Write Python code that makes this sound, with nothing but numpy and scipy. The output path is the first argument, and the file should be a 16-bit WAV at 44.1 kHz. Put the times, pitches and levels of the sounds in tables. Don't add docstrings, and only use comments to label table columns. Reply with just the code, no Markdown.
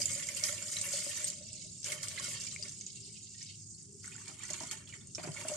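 import sys
import numpy as np
from scipy import signal
from scipy.fft import rfft, irfft
from scipy.io import wavfile
from scipy.ndimage import uniform_filter1d, map_coordinates

SR = 44100
rng = np.random.default_rng(int(sys.argv[2]) if len(sys.argv) > 2 else 0)


def inscribe(sig):
    pcm = np.round(np.clip(np.atleast_2d(sig).T, -1, 1) * 32767)
    wavfile.write(sys.argv[1], SR, pcm.astype(np.int16))


N = 245195
TIME = np.arange(N) / SR

# (time [s], relative fizz level [dB], relative level of the deeper bubbles [dB])
SEEPAGE = [(0, -45, -7), (1.2, -43, 2), (1.45, -51, 3), (1.57, -48.5, 6), (1.8, -50.5, -0.5),
           (2.55, -51, 7), (2.77, -48.5, 1), (3.0, -51, 5), (3.3, -51.5, 3), (3.5, -52.5, 10.5),
           (3.7, -51, -16), (3.8, -55.5, -10), (3.95, -54, -12), (4.1, -50.5, 1.5), (4.65, -53.5, -11),
           (4.9, -60.5, -27), (5.1, -53.5, -5), (5.399, -53.5, -14)]
# (frequency [Hz], bandwidth [Hz], gain [dB])
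POT_MODES = [(920, 90, -9), (1123, 124, -11.5), (1450, 57, -7.5), (1800, 167, -3.5), (2024, 110, -7.5),
             (2197, 57, -1.5), (2730, 55, -1), (3090, 120, -8)]


def amp(db):
    return 10 ** (np.asarray(db) / 20)


def evened(x):
    return x / np.sqrt(np.mean(x.mean(0) ** 2) + 1e-20)


def read(points, hz):
    f, value = np.transpose(points)
    return np.interp(np.log(hz + 1), np.log(f + 1), value)


def level(curve):
    return amp(np.interp(TIME, *np.transpose(curve)))


def add(mix, s, sound):
    part = mix[:, max(round(s * SR), 0):][:, :sound.shape[-1]]
    part += sound[..., :part.shape[1]]


def panned(lean_db):
    return amp(np.array([[.5], [-.5]]) * lean_db)


def convolve(x, response):
    return signal.oaconvolve(x, np.atleast_2d(response), axes=1)[:, :x.shape[1]]


def coloured(x, points, size=4096):
    log_gain = np.log(amp(read(points, abs(np.fft.fftfreq(size, 1 / SR)))))
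    spectrum = np.exp(np.conj(signal.hilbert(log_gain)))
    return convolve(x, np.fft.ifft(spectrum).real[:size // 2])


def ringing(modes):
    t = np.arange(SR // 8) / SR
    response = np.zeros(len(t))
    for hz, width, db in modes:
        decay = np.exp(-np.pi * width * t)
        response += amp(db) * 2 * np.pi * width / SR * decay * np.cos(2 * np.pi * hz * t)
    return response


def swell(rise_s):
    return 1 - np.exp(-(np.arange(SR // 8) / SR / rise_s) ** 2)


def bubble(hz, t60, rise, onset_cycles):
    t = np.arange(SR // 8) / SR
    turns = hz * t * (1 + .5 * rise * t / t60)
    wave = np.sin(2 * np.pi * turns) * amp(-60 * t / t60) * (1 - np.exp(-turns / onset_cycles))
    return wave / abs(wave).max()


def impacts(per_s, spread_db, clump_db, clump_hz):
    at = rng.integers(0, N, int(per_s * TIME[-1]))
    knots = rng.standard_normal(int(clump_hz * TIME[-1]) + 2)
    clumps = np.interp(at, np.linspace(0, N, len(knots)), np.clip(knots, -2, 2))
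    size_db = spread_db * np.minimum(rng.exponential(1, len(at)), 4.5) + clump_db * clumps
    return at, amp(size_db) * rng.choice([-1, 1], len(at))


def train(at, size, scatter_db):
    sides = panned(scatter_db * rng.standard_normal(len(at))) * size
    return np.array([np.bincount(at, side, N) for side in sides])


def bunches(at, kind, count, size=5):
    BUNCH_DB, KNOTS_PER_S = 2, 24.04
    field = uniform_filter1d(rng.standard_normal((256, count)), size, axis=1) * np.sqrt(size)
    places = [at / SR * KNOTS_PER_S, kind]
    return amp(BUNCH_DB * np.clip(map_coordinates(field, places, order=1, mode="mirror"), -2, 2))


def bubbles(at, size, pitches_hz, cycles, rise, scatter_db):
    kind = rng.integers(0, len(pitches_hz), len(at))
    size = size * bunches(at, kind, len(pitches_hz))
    out = np.zeros((2, N))
    for k, hz in enumerate(pitches_hz):
        pitch = hz * rng.uniform(0.96, 1.02)
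        t60 = cycles * rng.uniform(0.76, 3.7) / hz
        ring = bubble(pitch, t60, rise, onset_cycles=0.61)[:1024]
        clicks = train(at[kind == k], size[kind == k], scatter_db)
        clicks[1] = np.roll(clicks[1], rng.integers(-2, 3))
        out += convolve(clicks, ring / np.linalg.norm(ring))
    return out


def crackle(t60, apart):
    UNEVEN_DB, KNOTS_PER_S = 0.5, 683
    t = np.arange(SR // 8) / SR
    knots = np.clip(rng.standard_normal(512), -2, 2)
    uneven_db = UNEVEN_DB * (np.interp(t * KNOTS_PER_S, np.arange(len(knots)), knots) - .5)
    grit = rng.standard_normal(len(t)) + apart * rng.standard_normal((2, len(t)))
    return grit * swell(rise_s=0.0011) * amp(uneven_db - 60 * t / t60)


def echoes(x, t60, wet_db, delay, count=4):
    t = np.arange(int(SR * .25)) / SR
    shape = (count, 2, len(t))
    taps = rng.standard_normal(shape) * (rng.random(shape) < .2)
    taps *= amp(-60 * t / t60) * (t > delay)
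    taps /= np.linalg.norm(taps, axis=2, keepdims=True)
    turn = 2 * np.pi * 3.3 * TIME
    tail = sum(convolve(x * np.cos(turn + np.pi * k / count), taps[k]) for k in range(count))
    return x + amp(wet_db) * np.sqrt(2 / count) * tail


def strays(per_s, strength, peak_db, range_hz, spread_db=3):
    when, size, pitch = rng.random((int(per_s * TIME[-1]), 3)).T
    low, high = range_hz
    db = 20 * np.log10(strength[(when * N).astype(int)]) + peak_db + spread_db * (2 * size - 1)
    return list(zip(when * TIME[-1], db, low * (high / low) ** pitch))


def runs(column, fade_db_per_s=None):
    # (start [s], end [s], decay [dB/s],
    # relative fizz level [dB], relative spatter level [dB], relative level of the air in the pot [dB])
    jets = [(-0.03, 1.25, 120, -50, -48.5, -60), (1.834, 1.943, 189, -45, -44.5, -57),
            (2, 2.287, 54, -49, -49.5, -67), (4.02, 4.455, 156, -67, -58.5, -88),
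            (4.473, 4.76, 146, -52, -52, -74), (5.17, 5.603, 150, -51.5, -56, -60)]
    ATTACK_S = 0.028
    power = np.zeros(N)
    for start, end, fade, *levels_db in jets:
        attack = np.clip((TIME - start) / ATTACK_S, 0, 1)
        decay_db = (fade_db_per_s or fade) * np.maximum(TIME - end, 0)
        power += (attack * amp(levels_db[column] - decay_db)) ** 2
    return power


def surges(column):
    # (start [s], length [s], relative fizz level [dB], relative spatter level [dB])
    arches = [(-0.02, 0.12, -35.5, -65), (0.084, 0.14, -40.5, -67), (0.362, 0.037, -38, -49),
              (0.424, 0.16, -39, -43.5), (0.714, 0.06, -37.5, -52), (0.832, 0.13, -48, -45),
              (0.917, 0.19, -38, -48.5), (1.088, 0.034, -47, -46), (1.166, 0.03, -41, -61),
              (1.268, 0.046, -38, -73), (2.026, 0.032, -40, -50), (2.172, 0.11, -57, -48.5),
              (2.219, 0.28, -43.5, -52), (2.398, 0.08, -42, -56), (2.464, 0.028, -42, -58),
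              (2.509, 0.097, -47.5, -61), (2.62, 0.16, -53, -57), (3.377, 0.085, -50, -74),
              (3.778, 0.1, -48, -76), (4.02, 0.074, -49.5, -66), (4.274, 0.063, -53, -51),
              (4.417, 0.16, -50.5, -55.5), (4.49, 0.046, -58, -50), (4.613, 0.043, -48, -48),
              (4.709, 0.043, -41.5, -44), (4.865, 0.24, -55.5, -59.5), (5.229, 0.024, -46.5, -44),
              (5.331, 0.52, -47.5, -51)]
    SKEW = 0.4
    power = np.zeros(N)
    for start, length, *levels_db in arches:
        inside = (TIME > start) & (TIME < start + length)
        arch = np.sin(np.pi * ((TIME[inside] - start) / length) ** SKEW)
        power[inside] += (amp(levels_db[column]) * arch) ** 2
    return power


def flow(seep_spatter_db=-85):
    seep = level([(s, db) for s, db, _ in SEEPAGE])
    fizz = np.sqrt(seep ** 2 + runs(0) + surges(0))
    splash = np.sqrt(amp(seep_spatter_db) ** 2 + runs(1) + surges(1))
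    air = np.sqrt(runs(2, fade_db_per_s=34.5))
    return fizz, splash, air


def trickle(strength, count=46):
    # (frequency [Hz], gain [dB])
    fizz_colour = [(900, -78), (1800, -35), (2600, -42), (3800, -22), (4900, -7.5), (6200, -2), (7200, 3),
                   (8300, 0), (9200, -5.5), (10300, -18), (14000, -39)]
    deep_colour = [(900, -55), (1650, -37), (2000, -15), (2800, -2), (3500, -1.5), (4300, 4), (5300, 4.5),
                   (7000, -0.5), (14000, -95)]
    # (frequency [Hz], bandwidth [Hz], gain [dB])
    wall_modes = [(4380, 95, 7), (4760, 24, 9), (4880, 43, 11.5), (5190, 45, 3.5), (5490, 52, 5),
                  (6020, 61, 5), (6280, 82, 4), (6520, 80, 0), (7000, 39, -4.5), (7140, 35, 4),
                  (7210, 36, -2), (7480, 60, 4.5), (8240, 56, 8.5)]
    WALL_FULL_DB, WALL_EXPONENT = -39.5, 0.5

    at, size = impacts(per_s=3800, spread_db=2.4, clump_db=1.7, clump_hz=50)
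    pitches = np.linspace(3000, 11000, count)
    fizz = coloured(bubbles(at, size, pitches, cycles=16.6, rise=0.035, scatter_db=5.0), fizz_colour)

    at, size = impacts(per_s=1400, spread_db=0.8, clump_db=3.0, clump_hz=56.7)
    pitches = np.linspace(1900, 6000, count // 2)
    deep = coloured(bubbles(at, size, pitches, cycles=23.0, rise=0.0096, scatter_db=6.5), deep_colour)
    deep = deep + amp(1.5) * convolve(deep, ringing(POT_MODES))

    wall = np.minimum(strength / amp(WALL_FULL_DB), 1) ** WALL_EXPONENT
    rung = fizz + amp(-2.5) * wall * convolve(fizz, ringing(wall_modes))
    depth = level([(s, db) for s, _, db in SEEPAGE])
    return amp(-5.0) * strength * (evened(rung) + amp(-9.0) * depth * evened(deep))


def mist(strength, full_db=-92):
    # (frequency [Hz], gain [dB])
    colour = [(3000, -61), (6000, -7.5), (8500, -2), (10000, -1.5), (12000, -10), (14000, -17.5)]
    at, size = impacts(per_s=2200, spread_db=1.8, clump_db=3.5, clump_hz=35)
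    ticks = coloured(train(at, size, scatter_db=12.0), colour)
    return amp(-58.0) * strength / amp(full_db) * evened(ticks)


def spatter(strength, count=20):
    # (frequency [Hz], gain [dB])
    splash_colour = [(300, -35), (720, -18), (1000, 1.5), (1550, -8.5), (2100, 7), (2500, 3.5), (3200, 7.5),
                     (3800, 5), (5000, 4), (9000, 11), (14000, -28.5)]
    deep_colour = [(200, -16), (360, 16), (470, 1.5), (750, -9), (860, 1), (1000, 6), (1400, 6),
                   (1900, -13), (4000, -22.5), (14000, -64)]
    # (frequency [Hz], bandwidth [Hz], gain [dB])
    rim_modes = [(4360, 45, 12)]
    RIM_FROM_S = 4.0
    FULL_DB, DEEPER_EXPONENT, DEEPER_DB_PER_S = -43.5, 0.06, 1.09

    at, size = impacts(per_s=1100, spread_db=2.2, clump_db=2.6, clump_hz=55)
    smacks = evened(train(at, size, scatter_db=14.5))
    pitches = np.geomspace(750, 4300, count)
    gurgle = evened(bubbles(at, size, pitches, cycles=18, rise=0.3, scatter_db=7))
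    drive = smacks + amp(-1.5) * gurgle

    depth = (strength / amp(FULL_DB)) ** DEEPER_EXPONENT * amp(DEEPER_DB_PER_S * TIME)
    splash = coloured(drive, splash_colour) + amp(-4.5) * depth * coloured(drive, deep_colour)
    pot = amp(9) * convolve(splash, ringing(POT_MODES))
    rim = (TIME > RIM_FROM_S) * convolve(splash, ringing(rim_modes))
    return amp(-4.5) * strength * evened(splash + pot + rim)


def hollow(strength):
    # (frequency [Hz], bandwidth [Hz], gain [dB])
    cavity_modes = [(500, 34, -3), (600, 10, 4.5)]
    at, size = impacts(per_s=500, spread_db=1.5, clump_db=1, clump_hz=30)
    air = convolve(train(at, size, scatter_db=11.5), ringing(cavity_modes))
    air = convolve(air, ringing([(555.5, 50, 0)]))
    return amp(-6.5) * strength * evened(air)


def glugs(strength):
    out = np.zeros((2, N))
    for s, db, hz in strays(60, strength, peak_db=0.5, range_hz=(534.4, 627.6)):
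        add(out, s, amp(db) * bubble(hz, t60=0.078, rise=0.074, onset_cycles=5.7))
    return out


def rumble():
    # (frequency [Hz], gain [dB])
    colour = [(25, -41), (45, -16.5), (70, -11), (103, 4), (125, -3), (150, 0), (220, -6.5), (280, -12),
              (380, -14.5), (480, -39), (600, -36), (1500, -39.5), (9000, -78)]
    # (frequency [Hz], correlation [0 to 1])
    likeness = [(30, 0.45), (80, 1), (160, 0.86), (350, 0.17), (1000, 0.025)]
    hz = np.fft.rfftfreq(N, 1 / SR)
    a, b = rfft(rng.standard_normal((2, N)))
    same = np.clip(read(likeness, hz), -1, 1)
    pair = np.array([a, same * a + np.sqrt(1 - same ** 2) * b]) * amp(read(colour, hz))
    return amp(-57.5) * panned(1) * evened(irfft(pair, N))


def wavering(x, size=2048):
    WAVER_DB, PATCHES_PER_S, PATCHES_PER_OCTAVE = 1.7, 7, 3
    overlap = size * 3 // 4
    hz, t, z = signal.stft(x, SR, nperseg=size, noverlap=overlap)
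    places = np.meshgrid(np.log2(hz + 1) * PATCHES_PER_OCTAVE, t * PATCHES_PER_S, indexing="ij")
    patches = map_coordinates(rng.standard_normal((48, 96)), places, order=1, mode="mirror")
    return signal.istft(z * amp(WAVER_DB * patches), SR, nperseg=size, noverlap=overlap)[1][:, :N]


def drone():
    # (time [s], level [dB], pitch [Hz])
    path = [(0, -85.5, 396), (3.1, -70, 396), (3.72, -85.5, 370), (3.9, -64.5, 405), (4.05, -67, 395),
            (4.3, -75.5, 385), (5.56, -68.5, 396)]
    noise = rng.standard_normal(N) + 0.39 * rng.standard_normal((2, N))
    fuzz = convolve(convolve(noise, ringing([(0, 25, 0)])), ringing([(0, 75, 0)]))
    when, db, hz = np.transpose(path)
    phase = 2 * np.pi * np.cumsum(np.interp(TIME, when, hz)) / SR
    return amp(np.interp(TIME, when, db)) * evened(fuzz * np.sin(phase))


def gulps():
    # (time [s], relative peak level [dB], starting pitch of the trapped air [Hz],
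    # decay time t60 [s], relative slap level [dB])
    flops = [(0.0, -37, 577, 0.042, -8), (0.160, -42, 560, 0.084, -31), (0.425, -42, 600, 0.08, -19),
             (0.492, -39.5, 572, 0.08, -24), (0.528, -43.5, 612, 0.076, -15), (0.858, -48, 564, 0.18, -14),
             (0.936, -34, 568, 0.07, -15), (1.064, -39, 566, 0.1, -9), (1.405, -48.5, 590, 0.13, -25),
             (1.895, -51, 600, 0.095, 3), (2.205, -46, 583, 0.11, -10), (2.28, -43.5, 577, 0.056, -15),
             (2.595, -50, 597, 0.12, -35), (2.655, -53, 590, 0.099, -14), (4.289, -55, 780, 0.16, 8),
             (4.312, -58, 625, 0.15, -2), (4.502, -40.5, 600, 0.12, -2.5), (4.609, -43, 633, 0.12, 2),
             (4.632, -44, 970, 0.037, 4.5), (4.725, -59, 620, 0.24, 9), (5.181, -34, 608, 0.047, -1.5),
             (5.193, -46, 160, 0.19, 8), (5.238, -37.5, 600, 0.15, -1), (5.246, -35.5, 167, 0.056, -1),
             (5.273, -29.5, 336, 0.024, -6.5), (5.284, -32, 151, 0.091, -7.5), (5.449, -34.5, 623, 0.1, -5),
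             (5.496, -36, 603, 0.19, -2.5), (5.514, -30.5, 591, 0.16, -12)]
    # (frequency [Hz], gain [dB])
    slap_colour = [(80, -15.5), (250, 4.5), (380, 2.5), (480, -11), (720, 2), (900, -3), (1400, -12),
                   (2500, -10.5), (5000, -39), (12000, -59)]
    TWIN_RATIO, TWIN_DB, TWIN_LATE_S = 1.1, -14.5, 0.00797
    out = np.zeros((2, N))
    for s, db, hz, t60, slap_db in flops:
        slap = coloured(crackle(t60=0.065, apart=1.48), slap_colour)
        pocket = bubble(hz, t60, rise=0.059, onset_cycles=2.15)
        twin = bubble(hz * TWIN_RATIO, t60 / 2, rise=0.1, onset_cycles=1.7)
        add(out, s, amp(db) * (pocket + amp(slap_db + 11.5) * slap))
        add(out, s + TWIN_LATE_S, amp(db + TWIN_DB) * twin)
    return amp(-6.5) * out


def drops(strength):
    # (time [s], relative peak level [dB], starting pitch of the ring [Hz], # left-right
    # difference [dB], relative spray level [dB], decay time t60 [s])
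    single = [(0.016, -27, 4880, -8.5, -11, 0.051), (0.056, -20.5, 7100, -13, -18.5, 0.0094),
              (0.118, -42, 4900, -13, -22, .02), (0.129, -32, 7560, -11, -20, .02),
              (0.1425, -37, 7100, -15, -22, .014), (0.149, -41, 4930, -14, -19, 0.035),
              (0.151, -33.5, 7130, -13, -24, 0.018), (0.184, -36, 8610, 10, -20, .014),
              (0.208, -36, 7190, -10, -20, .014), (0.269, -41, 7150, -13, -28, .016),
              (0.287, -28, 7230, -7, -16, .016), (0.348, -33, 7100, -13, -26, .018),
              (0.437, -25.5, 5500, -3, -0.5, .01), (0.468, -34, 4990, -9, -5, 0.012),
              (0.5255, -31, 7140, 0, -9, .01), (0.579, -36, 7130, -12, -13, .014),
              (0.624, -31, 7250, -6, -12, .012), (0.682, -40, 5000, -16, -14, 0.014),
              (0.715, -35, 8240, -7, -15, .01), (0.767, -29, 3940, -1, -8, 0.011),
              (0.7854, -30, 6270, -4, -7, .01), (0.8128, -26, 8250, -1, -8, 0.018),
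              (0.8879, -32, 7140, -6, -9, .01), (0.906, -34.5, 7640, 3, -13, .014),
              (0.970, -33, 7620, 5, -13, .016), (1.093, -33, 8240, 8, -18, .025),
              (1.243, -22, 8190, -1, -15, 0.013), (1.245, -24.5, 8230, 4, -17, 0.017),
              (1.279, -38, 5430, -5, -10, .02), (1.283, -32, 6780, -7, -18, .016),
              (1.3006, -26, 7500, -4, -9.5, 0.01), (1.488, -42.5, 5700, -13, -25, 0.018),
              (1.53, -36, 7800, -6, -9, .018), (1.613, -45, 6720, -7, -20, 0.017),
              (1.817, -43.5, 7540, -15, -16, .014), (1.8296, -42.5, 6050, -1, 2.5, .01),
              (1.843, -35, 6100, -1, 2, .01), (1.919, -37, 8200, 0, 3.5, .015),
              (2.030, -37.5, 4930, -3, 2, .015), (2.083, -31.5, 8080, 1, -3.5, .02),
              (2.1965, -33.5, 6950, -1, -4, .01), (2.2418, -30.5, 7750, -2, -8, 0.013),
              (2.561, -34, 2250, 4, -16, 0.011), (2.625, -32, 4820, 6, -7.5, 0.015),
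              (2.632, -35, 4900, 0, -8, 0.016), (2.6825, -40.5, 6050, -3, 0, .01),
              (2.693, -37.5, 6290, -4, -7, .014), (2.720, -47, 7100, -26, -19, .014),
              (2.81, -33.5, 6380, -5, -11, .016), (2.8643, -30.5, 6780, -2, -12.5, 0.0074),
              (3.427, -39.5, 6230, -1, -1, .015), (3.744, -51.5, 4350, -7, -18, 0.039),
              (4.057, -38.5, 7500, -10, -13, .01), (4.077, -36, 8100, 7, -24, 0.012),
              (4.163, -37, 7150, -10, -27, 0.0088), (4.2795, -36, 7500, -3, -5, .01),
              (4.392, -38.5, 7320, -8, -28, .01), (4.435, -36.5, 7400, -13, -21, .012),
              (4.452, -36, 6300, -5, -21, .01), (4.502, -30.5, 6520, -5.5, -7, .01),
              (4.506, -36, 6940, -7, -3, .01), (4.5325, -28.5, 7050, -3, -9, .012),
              (4.602, -38, 6560, -4, -1, .01), (4.634, -39.5, 5000, -4, 0, .015),
              (4.67, -40, 7240, -2, -10, .012), (4.691, -45, 4370, -5, -18, 0.067),
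              (4.7118, -32, 7630, 1, -6.5, .014), (4.89, -50, 5500, -7, -1, .01),
              (5.009, -54.5, 3520, -5, -22, .04), (5.072, -41, 8640, 3, -27, 0.011),
              (5.1487, -30.5, 5500, -8, -12.5, 0.0076), (5.154, -34, 6530, 2, -5.5, 0.01),
              (5.437, -46, 6540, -8, -19, .014), (5.484, -26.5, 7740, -5, -12, .014),
              (5.537, -39.5, 6200, 1, 1.5, 0.019)]
    spray_colour = [(400, -35.0), (2000, -16.0), (4000, 0.0), (6000, 8.5), (8000, 7.5), (10000, -10.0), (14000, -40)]
    small = []
    for row in strays(9, strength, peak_db=3.5, range_hz=(5500, 8240)):
        small.append((*row, rng.uniform(4, 4.6), -13, .012))
    t = np.arange(SR // 8) / SR
    spray_decay = amp(-60 * t / .02) + amp(-9) * amp(-60 * t / .09)
    out = np.zeros((2, N))
    for s, db, hz, lean_db, spray_db, t60 in single + small:
        ping = bubble(hz, t60, rise=.03, onset_cycles=3)
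        spray = coloured(rng.standard_normal((2, len(t))) * spray_decay, spray_colour)
        add(out, s + .0006, amp(db) * panned(lean_db) * (ping + amp(spray_db) * spray))
    return amp(-0.5) * echoes(out, t60=.06, wet_db=-6, delay=.001)


def plips(strength):
    # (time [s], relative peak level [dB], starting pitch [Hz], decay time t60 [s])
    single = [(0.019, -35, 3000, 0.019), (0.079, -40, 2070, 0.028), (0.287, -27.5, 2120, 0.033),
              (0.415, -43, 1890, .014), (0.444, -29, 2320, 0.013), (0.523, -34.5, 2106, .025),
              (0.769, -33, 2170, 0.023), (0.864, -38, 2030, .022), (1.021, -34.5, 2175, 0.014),
              (1.114, -30, 3020, .01), (1.2, -41, 2710, .016), (1.871, -29, 2940, 0.0072),
              (1.900, -28, 3090, 0.014), (1.919, -25.5, 2147, 0.028), (2.116, -37, 3870, .016),
              (2.177, -25.5, 2030, 0.012), (2.185, -31.5, 3900, 0.017), (2.198, -36.5, 1095, 0.019),
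              (2.268, -38, 2080, .02), (2.47, -36.5, 2300, 0.024), (2.653, -35.5, 2150, 0.022),
              (2.812, -48, 2190, 0.046), (3.07, -65, 797, 0.13), (3.095, -53.5, 2260, 0.09),
              (3.346, -54.5, 1870, 0.12), (3.391, -57, 2270, 0.03), (3.409, -48, 1856, 0.065),
              (3.43, -47, 2220, 0.03), (4.042, -43.5, 1420, .014), (4.044, -37.5, 2000, 0.013),
              (4.077, -40.5, 1460, .018), (4.062, -50, 1800, 0.019), (4.112, -51, 1880, 0.022),
              (4.122, -39, 2480, .018), (4.127, -44, 3030, .014), (4.132, -45, 2700, .016),
              (4.153, -43, 1460, 0.015), (4.180, -42, 1800, 0.019), (4.213, -49, 1540, 0.018),
              (4.279, -41, 2300, 0.035), (4.315, -47, 1250, 0.025), (4.336, -58, 2000, 0.021),
              (4.408, -37.5, 2300, 0.02), (4.411, -46, 2730, .018), (4.441, -36, 1900, 0.016),
              (4.455, -43, 2330, .02), (4.494, -37, 2020, .02), (4.538, -38, 2280, 0.025),
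              (4.549, -41, 2770, .016), (4.606, -34.5, 920, .014), (4.652, -52, 1330, .025),
              (4.707, -36, 2310, 0.018), (4.749, -43, 2800, 0.018), (4.874, -38, 3180, 0.0097),
              (4.897, -41, 2850, 0.033), (4.925, -36.5, 2270, 0.025), (4.937, -33.5, 1930, 0.012),
              (5.155, -49, 1400, 0.018), (5.180, -35.5, 2400, 0.014), (5.236, -42, 1400, .018),
              (5.364, -35, 2210, 0.03), (5.371, -31, 2130, 0.028), (5.378, -40, 1830, 0.022),
              (5.422, -40, 1860, 0.016), (5.448, -40, 1440, 0.02), (5.487, -34, 2790, 0.026)]
    # (multiple of the bubble's pitch [ratio], gain [dB])
    spray_shape = [(.1, -56), (.55, -21), (.85, 3.5), (1.2, 3.5), (1.8, -3), (5, -28)]
    RISE_S, SPRAY_DB = 0.002494, -6
    small = []
    for s, db, hz in strays(91, strength, peak_db=2.5, range_hz=(2000, 4900)):
        small.append((s, db, hz, 24 / hz))
    out = np.zeros((2, N))
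    for s, db, hz, t60 in single + small:
        note = swell(RISE_S) * bubble(hz, t60, rise=0.057, onset_cycles=1.4)
        add(out, s - RISE_S / 2, amp(db - 3.5) * note / abs(note).max())
    for s, db, hz, _ in single:
        colour = [(hz * ratio, gain_db) for ratio, gain_db in spray_shape]
        spray = coloured(crackle(t60=0.07, apart=1.0), colour)
        add(out, s, amp(db + SPRAY_DB) * spray)
    return amp(-6) * echoes(out, t60=.06, wet_db=-4, delay=.0015)


def scene():
    # (frequency [Hz], left-right difference [dB])
    lean_table = [(600, -1), (1300, -8.5), (2100, -3.5), (3500, -2), (5500, -1.5), (7000, -8), (8400, 6.5),
                  (11000, 4.5), (14000, 4.5)]
    # (time [s], gain [dB])
    rumble_swell = [(0, 4.5), (0.7, 0), (1.7, 1), (2.3, 2.5), (3.4, -1.5), (4.1, 0), (5.56, 2)]
    fizz, splash, air = flow()
    stream = trickle(fizz) + mist(fizz * splash) + spatter(splash)
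    in_pot = echoes(stream, t60=.04, wet_db=-2, delay=.001)
    lean = panned(read(lean_table, np.fft.rfftfreq(N, 1 / SR)))
    poured = irfft(rfft(in_pot + hollow(air) + plips(splash)) * lean, N)
    milk = poured + drops(fizz) + gulps() + glugs(air)
    kitchen = echoes(milk, t60=.2, wet_db=-12, delay=.006)
    return kitchen + level(rumble_swell) * wavering(rumble()) + drone()


def record(dry):
    EDGE_HZ = 14200
    low_pass = signal.firwin(511, EDGE_HZ, window=("kaiser", 9), fs=SR)
    return signal.oaconvolve(dry, low_pass[None], "same")


dry = scene()
out = record(dry)
inscribe(out)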